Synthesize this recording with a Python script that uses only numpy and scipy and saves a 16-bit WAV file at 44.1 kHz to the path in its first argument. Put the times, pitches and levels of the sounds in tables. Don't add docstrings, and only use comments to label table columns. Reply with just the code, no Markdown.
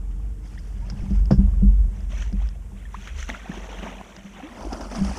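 import sys
import numpy as np
from scipy import signal
from scipy.fft import rfft, irfft, next_fast_len
from scipy.io import wavfile
from scipy.ndimage import uniform_filter1d

SR = 44100
rng = np.random.default_rng(int(sys.argv[2]) if len(sys.argv) > 2 else 0)


def transcribe(u):
    v = np.clip(np.atleast_2d(u).T, -1, 1)
    q = np.round(v * 32767).astype(np.int16)
    wavfile.write(sys.argv[1], SR, q)


N = 228526
T = np.arange(N) / SR


def undb(db):
    return 10 ** (np.asarray(db) / 20)


def unit(x):
    return x / np.sqrt(np.mean(x ** 2))


def gains(table):
    seconds, *columns = np.transpose(table)
    return [undb(np.interp(T, seconds, column)) for column in columns]


def add(out, start_s, x):
    i = max(int(start_s * SR), 0)
    out[i:i + len(x)] += x[:max(N - i, 0)]


def fade(t, t60):
    return np.exp(-np.log(1000) * t / t60)


def swell(start_s, attack_s, hold_s, t60):
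    rise = np.sin(np.pi / 2 * np.clip((T - start_s) / attack_s, 0, 1)) ** 2
    return rise * fade(np.maximum(T - start_s - attack_s - hold_s, 0), t60)


def walk(rate):
    k = int(SR / rate)
    steps = np.repeat(rng.standard_normal(N // k + 1), k)
    smooth = uniform_filter1d(uniform_filter1d(steps, k), k)
    return unit(smooth[:N])


def colour(x, points):
    size = next_fast_len(len(x) + 4096, True)
    hz, db = np.transpose(points)
    f = np.maximum(np.arange(size // 2 + 1) * SR / size, 1)
    log_gain = np.log(undb(np.interp(np.log(f), np.log(hz), db)))
    cepstrum = irfft(log_gain, size)
    cepstrum[1:size // 2] *= 2
    cepstrum[size // 2 + 1:] = 0
    response = np.exp(rfft(cepstrum))
    return irfft(rfft(x, size) * response, size)[:len(x)]


def bubble(hz, rise, swell_s):
    age = np.arange(int(8 * swell_s * SR) + 2) / (swell_s * SR)
    pitch = hz * 2 ** (rise * np.tanh(age / 4))
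    envelope = (age * np.exp(1 - age)) ** 1.18
    return envelope * np.sin(2 * np.pi * np.cumsum(pitch) / SR)


def froth(low_hz, high_hz, cycles, spread_db, count, wash_db=1, longest=5):
    out = np.zeros(N)
    for when, size, rise, life, force in rng.random((count, 5)):
        hz = low_hz * (high_hz / low_hz) ** size
        strength = undb(spread_db * min(-np.log(1 - force), 4))
        stretch = longest ** (life * life) / 2
        add(out, when * T[-1], strength * bubble(hz, 0.42 * rise - .1, cycles * stretch / hz))
    return unit(out) + undb(wash_db) * rng.standard_normal(N)


# time in seconds, level in dB.
HULL_ROCKING = [(0.0, -27.5), (0.5, -32.5), (1.1, -30.5), (1.6, -19), (1.9, -41.5), (2.55, -31.5),
                (2.8, -41.5), (3.3, -39), (3.85, -38), (4.15, -52), (4.55, -51), (4.8, -40), (5.18, -43)]
# start in seconds, level in dB,
# length of rise and hold in seconds, second resonance over the first in dB.
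HULL_SHOVES = [(1.085, -16, 0.17, -11.5), (1.34, -14.5, 0.13, -2.5), (1.599, -10.5, 0.11, -8.5),
               (1.722, -14, .11, -14), (1.976, -25.5, 0.33, -5.5), (2.309, -20.5, .14, -10.5),
               (2.80, -31, 0.07, -9), (3.07, -30.5, 0.16, 3), (4.582, -33, 0.15, -2.5),
               (4.978, -27, 0.12, 6)]
SHOVE_ATTACK_S, HULL_T60_S = 0.074, .36


def hull(first_hz=47.15, second_hz=65.8, wander=0.0656, rocking_upper_db=-12, uneven_db=2.5):
    rocking = gains(HULL_ROCKING)[0] * undb(uneven_db * walk(24.08))
    drives = [(rocking, rocking_upper_db)]
    for start_s, db, length_s, upper_db in HULL_SHOVES:
        shove = swell(start_s, SHOVE_ATTACK_S, length_s - SHOVE_ATTACK_S, HULL_T60_S)
        drives.append((undb(db) * shove, upper_db))
    power = np.zeros((2, N))
    for drive, upper_db in drives:
        upper = undb(upper_db) ** 2
        power += np.outer([1, upper], drive ** 2) / (1 + upper)
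    modes = []
    for hz in (first_hz, second_hz):
        pitch = hz * (1 + wander * walk(35))
        modes.append(unit(np.sin(2 * np.pi * np.cumsum(pitch) / SR)))
    return np.sum(np.sqrt(power) * modes, axis=0)


# time in seconds, level in dB before the gain wind_db.
WIND_GUSTS = [(0.0, -44), (0.8, -41), (1.05, -35), (1.65, -32.5), (2.05, -41), (2.85, -46), (3.2, -50.5),
              (4.1, -58), (4.55, -54), (4.68, -49.5), (5.18, -56)]
# frequency in Hz, relative level in dB.
WIND_COLOUR = [(15, -27.5), (45, 9.5), (70, 9), (100, 4.5), (130, 2.5), (165, -5), (198, 2.5), (235, -13),
               (400, -20), (2000, -59)]


def wind(wind_db=3):
    gust, = gains(WIND_GUSTS)
    return undb(wind_db) * gust * unit(colour(rng.standard_normal(N), WIND_COLOUR))


# frequency in Hz, relative level in dB.
REED_COLOUR = [(250, -3.5), (450, -1), (700, -16.5), (1400, -12), (3000, -21.5), (4100, -27.5),
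               (5400, -20.5), (7500, -17), (10000, -21.5), (12000, -26.5), (15000, -30)]


def reeds(level_db=-59, sway_db=0.85):
    return unit(colour(rng.standard_normal(N), REED_COLOUR)) * undb(level_db + sway_db * walk(3.7))


def hum(hz=150.6, second_db=-55, third_db=-61):
    phase = 2 * np.pi * np.cumsum(hz * (1 + 0.0072 * walk(11.8))) / SR
    tone = undb(second_db) * np.sin(2 * phase) + undb(third_db) * np.sin(3 * phase)
    return tone * np.interp(T, [.5, 1.1], [1, 0])


# slosh, splatter and spray levels in dB.
LAPPING_LEVELS = (-60, -68, -76)
# start in seconds, build-up in seconds, ebb t60 in seconds, then,
# before the gains in water(), slosh of large bubbles in dB, splatter of small bubbles in dB, spray in dB.
WATER_SURGES = [(0.40, .08, 2.6, -64, -60.5, -62), (0.62, .36, .4, -55, -59, -62),
                (1.34, 0.071, 1.4, -53, -62, -72.5), (1.86, 0.11, 0.58, -56, -63, -67),
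                (2.059, 0.11, 0.45, -51, -49.5, -52), (2.31, .10, 0.54, -61, -57, -65.5),
                (2.73, 0.055, 1.5, -64, -57.5, -76), (2.86, .15, 0.79, -56, -49.5, -55.5),
                (3.13, 0.068, 0.51, -60, -47.5, -48.5), (3.25, 0.056, 1.16, -46.5, -45, -54.5),
                (3.38, 0.17, 2.6, -43.5, -47.5, -54.5), (3.56, 0.21, 1.26, -43, -46.5, -56.5),
                (3.95, 0.19, 3.1, -65, -56, -62), (4.28, 0.1, 1.56, -44.5, -49, -62),
                (4.42, 0.28, 0.88, -39, -56, -52.5), (4.80, 0.27, 0.5, -38.5, -47, -45.5)]
CREST_SHARE = .5


def surges():
    power = undb(LAPPING_LEVELS)[:, None] ** 2
    for start_s, build_s, ebb_t60, *levels_db in WATER_SURGES:
        surge = swell(start_s, build_s, CREST_SHARE * build_s, ebb_t60)
        power = power + np.outer(undb(levels_db), surge) ** 2
    return np.sqrt(power)


# start in seconds, initial rms of slosh and splatter together in dB before
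# the gains in water(), t60 in seconds, splatter over slosh in dB.
WATER_SLAPS = [(2.119, -46, 0.073, 0), (2.179, -43, 0.061, 16), (2.220, -42.5, 0.057, 23),
               (2.417, -40, 0.035, -11), (3.074, -39, 0.055, 12), (3.203, -43, 0.047, 29),
               (3.227, -36.5, 0.02, 17), (3.29, -32.5, 0.086, -4), (3.576, -41, 0.022, 16),
               (3.827, -37.5, 0.22, -19), (4.012, -41.5, 0.037, -20), (4.610, -37, 0.072, -37),
               (4.725, -38, 0.12, -14), (4.808, -29.5, 0.07, -14), (4.914, -39, 0.12, -11),
               (4.947, -35.5, 0.092, -30)]
# frequency in Hz, relative level in dB.
SLOSH_SIDE_COLOUR = [(110, -15), (180, 4.5), (300, -6.5), (430, -4), (650, 3.5), (1100, 1.5), (2500, -43.5)]
# frequency in Hz, relative level in dB.
SLOSH_BOW_COLOUR = [(130, -19), (220, 2.5), (300, -3.5), (450, -5), (680, 3.5), (1000, 1.5), (1400, -2),
                    (3000, -36.5)]
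# frequency in Hz, relative level in dB.
SPLATTER_COLOUR = [(600, -18.5), (1200, -6.5), (2000, -1), (2700, -1), (3400, -2.5), (4100, -12.5),
                   (5000, -27.5)]
# frequency in Hz, relative level in dB.
SPRAY_SIDE_COLOUR = [(3500, -9.5), (4900, -17), (5900, -2.5), (6800, -7), (8000, -16.5), (10000, -22.5),
                     (12000, -35), (15000, -30.5)]
# frequency in Hz, relative level in dB.
SPRAY_BOW_COLOUR = [(3000, -29.5), (4200, -11), (5100, -3), (5800, -2), (7000, -8.5), (10000, -10.5),
                    (11500, -28), (15000, -31)]


def water(slosh_db=1, splatter_db=0, spray_db=-1, surge_db=1.13, slap_spray_db=-9, turn_s=4.45):
    slosh, splatter, spray = surges()
    t = T[:SR // 4]
    for start_s, db, t60, bright_db in WATER_SLAPS:
        burst = undb(db) * fade(t, t60) / np.hypot(1, undb(bright_db))
        add(slosh, start_s, burst)
        add(splatter, start_s, burst * undb(bright_db))
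        add(spray, start_s, burst * undb(bright_db + slap_spray_db))
    large = froth(174.7, 1560, cycles=1.06, spread_db=3.0, count=5000)
    small = froth(1099.4, 3995, cycles=2.94, spread_db=1.5, count=6000)
    drops = froth(3870, 13000, cycles=3.04, spread_db=-2.5, count=8000)
    side = np.interp(T, [1.5, 1.9, turn_s, turn_s + 0.04], [0, 1, 1, 0])
    bow = 1 - side
    gurgle = side * unit(colour(large, SLOSH_SIDE_COLOUR)) + bow * unit(colour(large, SLOSH_BOW_COLOUR))
    patter = unit(colour(small, SPLATTER_COLOUR))
    fizz = side * unit(colour(drops, SPRAY_SIDE_COLOUR)) + bow * unit(colour(drops, SPRAY_BOW_COLOUR))
    mix = undb(slosh_db) * slosh * gurgle
    mix += undb(splatter_db) * splatter * patter
    mix += undb(spray_db) * spray * fizz
    return mix * undb(surge_db * walk(60))


# start in seconds, starting pitch in Hz, pitch glide in octaves (negative falls),
# swell time in ms, level of the main bubble in dB.
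WATER_PLOPS = [(0.576, 1670, 0.51, 3.3, -41), (0.813, 878, 0.25, 14, -49), (2.853, 1886, -0.17, 3.2, -41.5),
               (2.9428, 843, 0.93, 3.3, -28), (3.3005, 1960, 0.067, 0.69, -17),
               (3.346, 1120, 0.74, 1.7, -29.5), (3.456, 606, 0.83, 3.7, -35), (3.494, 229, -0.7, 4.5, -22),
               (3.516, 1660, 0.26, 2.2, -34.5), (3.569, 294, 0.83, 5.6, -32), (4.400, 790, -0.19, 3.6, -35),
               (4.428, 248.4, 0.68, 15, -32), (4.648, 327, -0.62, 4.1, -26.5),
               (4.668, 366, -0.23, 2.5, -27), (4.722, 860, -0.66, 2.8, -27.5), (4.727, 262, 0.63, 3.1, -27),
               (4.800, 301, -0.051, 4.4, -31), (4.950, 676, -0.043, 12, -36)]


def plops(splat_db=-18, splat_t60=0.0089, companion=1.8, companion_db=-13):
    out, t = np.zeros(N), T[:SR // 8]
    for start_s, hz, rise, swell_ms, db in WATER_PLOPS:
        swell_s = swell_ms / 1000
        splat = unit(colour(rng.standard_normal(len(t)), SPLATTER_COLOUR)) * fade(t, splat_t60)
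        add(out, start_s, undb(db) * bubble(hz, rise, swell_s))
        add(out, start_s, undb(db + companion_db) * bubble(companion * hz, rise, swell_s))
        add(out, start_s, undb(db + splat_db) * splat)
    return out


# start in seconds, peak level in dB, ring t60 in seconds.
TACKLE_CLICKS = [(0.589, -41.5, 0.059), (0.9, -26, 0.035), (1.256, -37, 0.017), (1.3109, -27.5, 0.15),
                 (2.006, -42, 0.015), (2.327, -39, 0.022), (2.472, -46, .015), (2.489, -36.5, 0.0078),
                 (4.165, -31, 0.012), (4.729, -26.5, 0.042), (4.81, -35, 0.06), (4.957, -28.5, 0.048),
                 (5.048, -29, 0.018)]
# frequency in Hz, relative level in dB.
TACKLE_MODES = [(1610, -1), (2875, -8.5), (4690, -13.5), (5000, 3.5), (5200, -2.5), (5530, 0), (6050, -14)]
# frequency in Hz, relative level in dB.
CRACK_COLOUR = [(300, 0), (800, -6.5), (1600, -5.5), (2200, -13), (2900, -10.5), (4000, -14.5),
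                (5200, -2.5), (6500, -13), (9000, -27.5), (15000, -40)]


def tackle(crack_db=2, crack_share=0.96, attack_s=0.00013):
    out, t = np.zeros(N), T[:SR // 4]
    for start_s, db, t60 in TACKLE_CLICKS:
        ring = sum(undb(mode_db) * np.sin(2 * np.pi * (hz * t + rng.random()))
                   for hz, mode_db in TACKLE_MODES)
        crack = unit(colour(rng.standard_normal(len(t)), CRACK_COLOUR)) * fade(t, crack_share * t60)
        click = unit(ring) * fade(t, t60) + undb(crack_db) * crack
        click *= 1 - np.exp(-t / attack_s)
        add(out, start_s, undb(db) * click / np.abs(click).max())
    return out


# start in seconds, peak level in dB, contact time in ms,
# t60 in seconds of the damping under the foot, bass in dB by where the foot lands.
DECK_THUMPS = [(0.914, -25, 6.1, 0.44, 11), (1.024, -19, 9.2, 0.96, -10), (1.102, -17.5, 3.6, 0.29, -14),
               (1.307, -5, 0.58, 0.38, 17.5), (1.381, -8, 7.3, 0.35, -21), (1.617, -8, 6.2, 0.39, -3),
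               (1.904, -36, 7.9, 0.22, -3), (2.325, -21, 2.6, 0.24, 0), (2.718, -35, 3.6, .8, -3),
               (2.962, -37, 5.1, 0.34, -10), (4.169, -38.5, 3.8, 0.4, -15), (4.240, -33.5, 3.0, 0.85, -11),
               (4.975, -21.5, 5.5, 1, -24), (5.006, -13.5, 4.9, 0.34, -23), (5.084, -21.5, 5.2, 0.24, -14)]
# frequency in Hz, relative level in dB before the bass and the contact
# reshape it, t60 in seconds before the foot damps it further.
DECK_MODES = [(126, -11.5, 0.17), (142, -9, 0.2), (170, 6, 0.067), (197, 6.5, 0.38), (238, -6.5, 0.1),
              (252.5, -12.5, 0.41), (301, -2.5, 0.13), (385.6, -3, 0.15), (518, -7.5, 0.12),
              (663, -8, 0.08)]


def deck(crack_db=-5, crack_t60=0.11, spread=4, bass_hz=160):
    out, t = np.zeros(N), T[:SR // 2]
    for start_s, db, contact_ms, damping_t60, bass_db in DECK_THUMPS:
        contact = contact_ms / 1000
        ring = np.zeros(len(t))
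        for k, (hz, mode_db, t60) in enumerate(DECK_MODES):
            strength = (-1) ** k * undb(mode_db + bass_db * (hz < bass_hz))
            ring += strength * fade(t, t60) * np.sin(2 * np.pi * hz * t)
        crack = unit(colour(rng.standard_normal(len(t)), CRACK_COLOUR)) * undb(crack_db) * fade(t, crack_t60)
        push = t ** 2 * np.exp(-6 * t / contact)
        ring = ring * (1 - np.exp(-t / (spread * contact))) * fade(t, damping_t60)
        blow = signal.fftconvolve(ring + crack, push)[:len(t)]
        add(out, start_s, undb(db) * blow / np.abs(blow).max())
    return out


def scene():
    return (hull() + wind() + reeds() + hum() + water() + plops() + tackle() + deck())[None]


TOP_HZ = 15300


def record(dry):
    return signal.sosfilt(signal.ellip(10, .2, 80, TOP_HZ, fs=SR, output="sos"), dry)


dry = scene()
out = record(dry)
transcribe(out)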